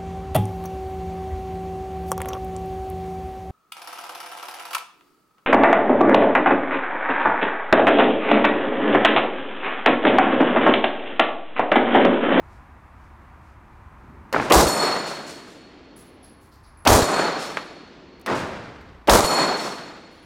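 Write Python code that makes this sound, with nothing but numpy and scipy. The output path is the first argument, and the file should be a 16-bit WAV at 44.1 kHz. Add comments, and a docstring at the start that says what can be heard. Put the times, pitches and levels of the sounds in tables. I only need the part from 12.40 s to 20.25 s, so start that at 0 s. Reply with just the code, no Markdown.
"""Pistol shots at steel plates

A pistol fires three times on a walled outdoor range; the next lane fires twice. Each bang rolls between
the walls, and the struck plate rings and drops with a rattle. Spent brass cases tinkle and small things
click nearby. A mono phone microphone turns itself down at loud shots, then lets far traffic creep back."""
import sys
import numpy as np
from scipy import signal
from scipy.fft import rfft, irfft
from scipy.io import wavfile
from scipy.ndimage import uniform_filter1d, minimum_filter1d

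SR = 44100
rng = np.random.default_rng(int(sys.argv[2]) if len(sys.argv) > 2 else 0)


def store_pcm(level_fs):
    """Save levels as 16-bit WAV."""
    pcm = np.round(np.clip(level_fs, -1, 1) * 32767).astype(np.int16)
    wavfile.write(sys.argv[1], SR, np.atleast_2d(pcm).T)


N = 346185
SPAN = 98304  # samples in one sound event
T = np.arange(SPAN) / SR  # seconds since the event began

# the three near shots: t/s, level/dB, phone's smear/dB, long roll/dB, plate ring/dB,
# plate brightness/(dB per octave), case pitch/Hz
SHOTS = [(2.1218, 2, 8.5, 17, 1, 7, 10580), (4.4737, -0.5, -4, 18.5, -2, 0.5, 10560),
         (6.696, -2, 0.5, 20.5, 0.5, 4.5, 10400)]
# the tones a steel plate rings at: f/Hz, level/dB
PLATE_TONES = [(2519, -48), (3564, -56), (4344, -38), (5356, -54), (5588, -60), (6142, -64), (7079, -51),
               (7940, -61), (8070, -60), (8807, -58), (9437, -68), (11111, -60), (11402, -70), (11859, -71),
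               (11892, -69), (13076, -70), (13124, -69), (13351, -71), (13781, -72), (14605, -72)]
# spectra (strength at each pitch) of a sharp crack, a bright rattle and a tiny tick: f/Hz, level/dB
CRACK_SPECTRUM = [(25, -29), (100, -2.5), (300, 5), (1100, 3), (2000, -6.5), (4000, -5.5), (7000, -13.5),
                  (11000, -19.5), (16000, -20)]
RATTLE_SPECTRUM = [(500, -12), (2500, 9.5), (5500, 9), (9000, 3), (13000, -9.5), (16000, -14)]
TICK_SPECTRUM = [(1000, -11), (3000, -14.5), (4800, -7), (8000, -8), (13000, -9), (16000, -10)]


def pistol():
    """Each shot is a sharp crack, followed by near echoes, a boom and a long roll between the walls."""
    # spectra of the phone's smear and of the parts of a shot: f/Hz, level/dB
    smear_spectrum = [(30, -53.5), (100, -30), (250, -7.5), (550, 0.5), (1100, -5.5), (1700, -18),
                      (2900, -15), (3800, -42.5), (16000, -47.5)]
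    echo_spectrum = [(25, -32), (70, -17), (130, -3), (300, 0), (650, 0), (1100, -3.5), (1700, -12.5),
                     (2700, -20), (4000, -16), (6500, -16.5), (10000, -21), (16000, -28.5)]
    boom_spectrum = [(22, -25), (44, 4), (70, 1), (110, -6), (200, -30), (600, -71.5), (2000, -110)]
    roll_spectrum = [(30, -36), (90, -26.5), (170, -9), (330, 0.5), (700, 3), (1200, 0), (1900, -10),
                     (2900, -18), (4000, -17), (6500, -25), (10000, -41.5), (16000, -34.5)]
    far_spectrum = [(40, -37), (130, -10.5), (290, -2), (600, -11.5), (1100, -17.5), (2500, -17),
                    (4800, -19.5), (7500, -27), (16000, -49.5)]
    # how long the near echoes and the far roll last: f/Hz, time to fade by 60 dB/s
    echo_decay = [(50, 0.47), (400, 0.4), (2500, 0.22), (7000, 0.56), (16000, 0.15)]
    far_decay = [(300, 4.2), (1200, 3.92), (4500, 2.9), (12000, 0.93)]
    out = np.zeros(N)
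    for start, level_db, smear_db, roll_db, *_ in SHOTS:
        # the phone's processing smears the start of each shot into a tick and a dull swell
        smear_tick = undb(-21.5) * noise(CRACK_SPECTRUM) * fall(0.097)
        smear_swell = undb(smear_db - 2) * noise(smear_spectrum) * bulge(0.021, 0.0091)
        add(out, start - 0.0225, smear_tick + smear_swell)
        crack = undb(21) * noise(CRACK_SPECTRUM) * fall(0.035, hold=0.004)
        # roof, floor and walls keep the blast strong for nearly a tenth of a second
        echoes = noise(echo_spectrum) * flicker(rate=460, depth_db=2.5)
        echoes = undb(19.5) * fade(echoes, echo_decay, hold=0.084) * rise(0.011)
        # the muzzle's boom arrives late, and the backstop behind the targets returns it once more
        boom_shape = bulge(0.06, 0.042) + undb(-1.5) * bulge(0.15, 0.0084)
        boom = undb(12.5) * noise(boom_spectrum) * boom_shape
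        roll = undb(roll_db) * wall_roll(roll_spectrum, build_s=0.11)
        # a faint roll comes back from the land around the range
        far = noise(far_spectrum) * flicker(rate=21, depth_db=0)
        far = undb(-18.5) * fade(far, far_decay) * rise(0.19)
        add(out, start, undb(level_db) * (late_bass(crack + echoes + roll) + boom + far))
    return out


def wall_roll(spectrum, build_s):
    """The long roll of the range builds up as echoes multiply between the walls."""
    # how long the roll lasts: f/Hz, time to fade by 60 dB/s
    roll_decay = [(80, 1.53), (280, 1.094), (900, 0.97), (2500, 1.22), (5000, 1.19), (9000, 0.98),
                  (15000, 0.53)]
    echoes = noise(spectrum) * flicker(rate=74, depth_db=1.46)
    return fade(echoes, roll_decay) * rise(build_s)


def late_bass(x, below_hz=155, lag_s=0.064):
    """Hold back the bass of a shot until the walls have built it up."""
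    hz = np.arange(SPAN // 2 + 1) * SR / SPAN
    bass = irfft(rfft(x) / (1 + (hz / below_hz) ** 8))
    return x - bass * bulge(0, lag_s)


def plates():
    """A bullet smacks a steel plate, which rings, then drops and bangs on its stop."""
    # rattles of the falling plates: t/s, rattle/dB, time at full strength/s, ring/dB
    drops = [(2.654, -19, 0.022, -42), (2.858, -24.5, 0.021, -39), (3.061, -40.5, .05, -61),
             (4.981, -22, 0.055, -30.5), (7.16, -21.5, 0.1, -29.5)]
    delay_s = 0.14  # the bullet flies out and the sound travels back
    build_s = 0.011  # the ring grows as the walls return it
    stop_hz = 5400  # the main tone of a plate hitting its stop
    main_hz, _ = max(PLATE_TONES, key=lambda tone: tone[1])
    out = np.zeros(N)
    for start, _, _, _, ring_db, bright_db, _ in SHOTS:
        smack = undb(10) * noise(CRACK_SPECTRUM) * bulge(0.014, 0.011)
        ring = undb(2.5) * plate_ring(t60=0.84, treble_damping=0.77, bright_db=bright_db)
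        # the strongest tone sings on faintly
        linger = undb(-29) * sine(main_hz) * flicker(rate=25, depth_db=2) * fall(2.7)
        soft_tail = undb(-17) * plate_ring(t60=1.48, treble_damping=0.39, bright_db=bright_db)
        ringing = (ring + soft_tail) * rise(build_s) + linger
        add(out, start + delay_s, smack + undb(ring_db) * ringing)
    jangle = plate_ring(t60=1, treble_damping=0.5, bright_db=3)
    for start, rattle_db, hold, ring_db in drops:
        rattle = noise(RATTLE_SPECTRUM) * flicker(rate=450, depth_db=1.5) * fall(0.54, hold)
        bang = undb(2) * sine(stop_hz) * flicker(rate=40, depth_db=1.5) * fall(0.66, hold)
        drop = undb(rattle_db) * rattle + undb(ring_db) * (jangle + bang)
        add(out, start, drop * rise(0.015))
    return out


def plate_ring(t60, treble_damping, bright_db):
    """Each plate tone is a cluster of close pitches that throb together; high tones die sooner."""
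    # how strongly a bullet sets each pitch ringing: f/Hz, level/dB
    strike = [(2500, -5), (4300, 0), (5400, 0), (7100, 4.5), (9000, 7.5), (11000, 5), (15000, 7)]
    main_hz, main_db = max(PLATE_TONES, key=lambda tone: tone[1])
    offset_hz, strength = np.transpose([(0, 1), (-38, 0.65), (-27, 0.45), (-13, 0.55), (15, 0.35)])
    ring = np.zeros(SPAN)
    for hz, db in PLATE_TONES:
        pitches = hz + offset_hz + rng.uniform(-4, 4, len(strength))
        phases = np.exp(2j * np.pi * rng.random(len(strength)))
        spectrum = np.zeros(SPAN // 2 + 1, complex)
        spectrum[np.round(pitches * SPAN / SR).astype(int)] = strength * phases
        cluster = irfft(spectrum)
        octaves_up = max(np.log2(hz / main_hz), 0)
        spot_db = 2 * rng.standard_normal()  # each hit lands on another spot
        tone_db = db - main_db + lookup(strike, hz) + bright_db * octaves_up + spot_db
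        decay = fall(t60 * 2 ** (-treble_damping * octaves_up))
        ring += undb(tone_db) * cluster / cluster.std() * decay
    return ring


def next_lane():
    """Shots from behind a screen: a thin crack, dull wall echoes, a bullet's splash and the roll."""
    # the neighbour's shots: t/s, crack/dB, wall echoes/dB, roll/dB
    lane_shots = [(1.927, -22, -15, -19), (5.8616, -14.5, -15, -10.5)]
    # echoes off the lane walls: delay/s, level/dB
    wall_echoes = [(.01, -5), (.0175, 2), (.035, 1), (.041, -5), (.0705, 0), (.097, -8)]
    # spectra of one echo and of the roll: f/Hz, level/dB
    echo_spectrum = [(60, -26), (200, 8.5), (700, 7), (1500, 8.5), (2400, -3.5), (4000, -36), (8000, -47),
                     (16000, -42)]
    roll_spectrum = [(25, -16.5), (80, -0.5), (150, 1), (280, 5), (700, 4), (1200, 0.5), (2000, -6.5),
                     (3000, -14.5), (5000, -20), (9000, -33), (16000, -48)]
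    # rough walls blunt the front of an echo and smear its end
    echo_shape = fall(0.021, hold=0.0026) * rise(0.00021)
    out = np.zeros(N)
    for start, crack_db, walls_db, roll_db in lane_shots:
        shot = undb(crack_db) * noise(CRACK_SPECTRUM) * fall(0.047)
        shot += undb(roll_db) * wall_roll(roll_spectrum, build_s=0.027)
        for delay, echo_db in wall_echoes:
            add(shot, delay, undb(walls_db + echo_db) * noise(echo_spectrum) * echo_shape)
        # the bullet bursts on the backstop a moment later
        splash = noise(RATTLE_SPECTRUM) * flicker(rate=300, depth_db=3) * fall(0.48)
        add(shot, 0.088, undb(roll_db - 20.5) * splash)
        add(out, start, late_bass(shot))
    return out


def spent_cases():
    """Empty brass cases scuff the ground, clink and ring; one knocks on the wooden bench."""
    # each bounce: t/s, scuff/dB, clink/dB, ring/dB
    bounces = [(3.562, -42, -76, -44.5), (3.829, -53.5, -52, -46.5), (4.008, -54, -81, -65),
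               (4.112, -56, -56, -72), (4.233, -66, -56.5, -61), (4.373, -68, -72, -58),
               (5.172, -50, -52, -49), (7.71, -55, -62, -58), (7.825, -56, -62, -55)]
    # spectra of the dull clink and the wooden knock: f/Hz, level/dB
    clink_spectrum = [(2000, -31.5), (3800, -8), (4500, -2), (5200, -4.5), (5900, -13), (10000, -38.5)]
    bench_spectrum = [(100, -15), (500, -4), (1100, 0), (1600, 2), (2100, -1.5), (3200, -10), (6000, -22),
                      (15000, -49)]
    out = np.zeros(N)
    for start, scuff_db, clink_db, ring_db in bounces:
        hz = [shot[-1] for shot in SHOTS if shot[0] < start][-1]  # the case of the latest shot
        # echoes under the roof draw the scuff out into a hiss
        scuff = noise(TICK_SPECTRUM) * flicker(rate=250, depth_db=2.5) * fall(0.45) * rise(0.008)
        clink = noise(clink_spectrum) * fall(0.55) * rise(0.008)
        # the slightly oval case mouth splits its tone into a throbbing pair
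        ring = sine(hz) + 0.5 * sine(hz + rng.uniform(7.1, 60))
        ring *= flicker(rate=90, depth_db=3) * fall(0.5, hold=0.04)
        add(out, start, undb(scuff_db) * scuff + undb(clink_db) * clink + undb(ring_db) * ring)
    knock = noise(bench_spectrum) * (fall(0.03) + undb(-15) * fall(0.29))
    add(out, 5.171, undb(-5) * knock)
    return out


def clicks_and_rustles():
    """Small dry sounds close to the microphone, too weak to raise an echo."""
    # starts of the clicks and peaks of the rustles: t/s, level/dB
    clicks = [(5.797, -49), (5.813, -39.5), (6.411, -58), (6.423, -63), (7.566, -52)]
    rustles = [(.14, -69), (.64, -73), (1.08, -71.5)]
    out = np.zeros(N)
    for start, db in clicks:
        add(out, start, undb(db) * noise(TICK_SPECTRUM) * fall(0.026))
    t = np.arange(N) / SR
    rustling = sum(undb(db) * bulge(peak_s, 0.066, t) for peak_s, db in rustles)
    return out + rustling * noise(RATTLE_SPECTRUM, size=N)


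def background():
    """Distant traffic and moving air rumble unsteadily, with one soft, low swell."""
    # spectra of the rumble and the swell: f/Hz, level/dB
    rumble_spectrum = [(15, -43), (25, -11.5), (72, -1.5), (141, -13.5), (166, -17), (242, -15.5),
                       (285, -20.5), (326, -18), (463, -27), (1020, -17), (2410, -31.5), (2990, -41),
                       (5140, -49.5), (14800, -57), (16000, -62.5)]
    swell_spectrum = [(50, -14.5), (120, -2.5), (220, 0.5), (380, -7), (520, -23), (2000, -58)]
    waver = flicker(rate=6, depth_db=0.5, size=N)
    rumble = undb(-46.5) * noise(rumble_spectrum, size=N) * waver
    swell = undb(-49.5) * noise(swell_spectrum, size=N) * bulge(1.77, 0.17, np.arange(N) / SR)
    return rumble + swell


def undb(db):
    """Turn decibels into a number to multiply by."""
    return 10 ** (np.asarray(db) / 20)


def lookup(table, hz):
    """Read between a table's (f/Hz, value) points, with octaves evenly spaced."""
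    f, value = np.transpose(table)
    return np.interp(np.log(np.maximum(hz, 1)), np.log(f), value)


def add(track, start, sound):
    """Mix a sound into the track at start seconds, easing out its last half second."""
    i = int(start * SR)
    ease_out = np.minimum(2 * (T[-1] - T), 1)
    track[i:i + len(sound)] += (sound * ease_out)[:len(track) - i]


def sine(hz):
    """A pure tone."""
    return np.sin(2 * np.pi * hz * T)


def rise(build_s):
    """A level that climbs from 0 towards 1."""
    return 1 - np.exp(-T / build_s)


def fall(t60, hold=0):
    """A level that stays at 1 for hold seconds, then drops 60 dB every t60 seconds."""
    return np.exp(-np.log(1000) * np.maximum(T - hold, 0) / t60)


def bulge(peak_s, width_s, t=T):
    """A level that swells and ebbs smoothly around one moment."""
    return np.exp(-((t - peak_s) / width_s) ** 2)


def noise(spectrum, size=SPAN):
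    """Noise with the given spectrum and an average power of 1."""
    hz = np.arange(size // 2 + 1) * SR / size
    x = irfft(rfft(rng.standard_normal(size)) * undb(lookup(spectrum, hz)), size)
    return x / x.std()


def flicker(rate, depth_db, size=SPAN):
    """A level that wanders at random, rate times a second, with an average power of 1."""
    wander = np.interp(np.arange(size) * rate / SR, np.arange(size), rng.standard_normal(size))
    gain = undb(depth_db * wander)
    return gain / np.sqrt(np.mean(gain ** 2))


def fade(x, decay_table, hold=0):
    """Let each octave of x die away at its own pace."""
    centres = np.geomspace(32, 16384, 10)
    hz = np.arange(SPAN // 2 + 1) * SR / SPAN
    octave = np.interp(np.log(hz + 1), np.log(centres), np.arange(len(centres)))
    spectrum = rfft(x)
    out = np.zeros(SPAN)
    for k, centre in enumerate(centres):
        band = irfft(spectrum * np.maximum(1 - abs(octave - k), 0))
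        out += band * fall(lookup(decay_table, centre), hold)
    return out


def scene():
    """All sources reach one microphone, heard alike in both channels."""
    mono = pistol() + plates() + next_lane() + spent_cases() + clicks_and_rustles() + background()
    return np.tile(mono, (2, 1))


def release(cut_db, db_per_s):
    """Let a cut in volume recover no faster than the given pace."""
    ramp = db_per_s * np.arange(N) / SR
    return np.maximum.accumulate(cut_db + ramp) - ramp


def auto_volume(x, limit_db, hold_s, slow_share, slow_db_per_s):
    """Loud peaks turn the volume down and hold it; part returns quickly, the rest creeps back."""
    power = uniform_filter1d(x[0] ** 2, size=220)
    excess_db = np.maximum(10 * np.log10(np.maximum(power, 1e-12)) - limit_db, 0)
    half = int(hold_s * SR / 2)
    held_db = -minimum_filter1d(-excess_db, 2 * half + 1, origin=half)  # the largest recent excess
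    cut_db = np.maximum(release(held_db, db_per_s=123), release(slow_share * excess_db, slow_db_per_s))
    return x * undb(-uniform_filter1d(cut_db, size=45))


def record(dry):
    """The phone turns loud moments down, clips what is still too big and cuts the highest treble."""
    x = auto_volume(dry, limit_db=-8.5, hold_s=0.12, slow_share=0.66, slow_db_per_s=8.5)
    treble_cut = signal.ellip(10, 0.2, 80, 15900, fs=SR, output="sos")
    return signal.sosfilt(treble_cut, np.clip(x, -1, 1))


dry = scene()
out = record(dry)
store_pcm(out)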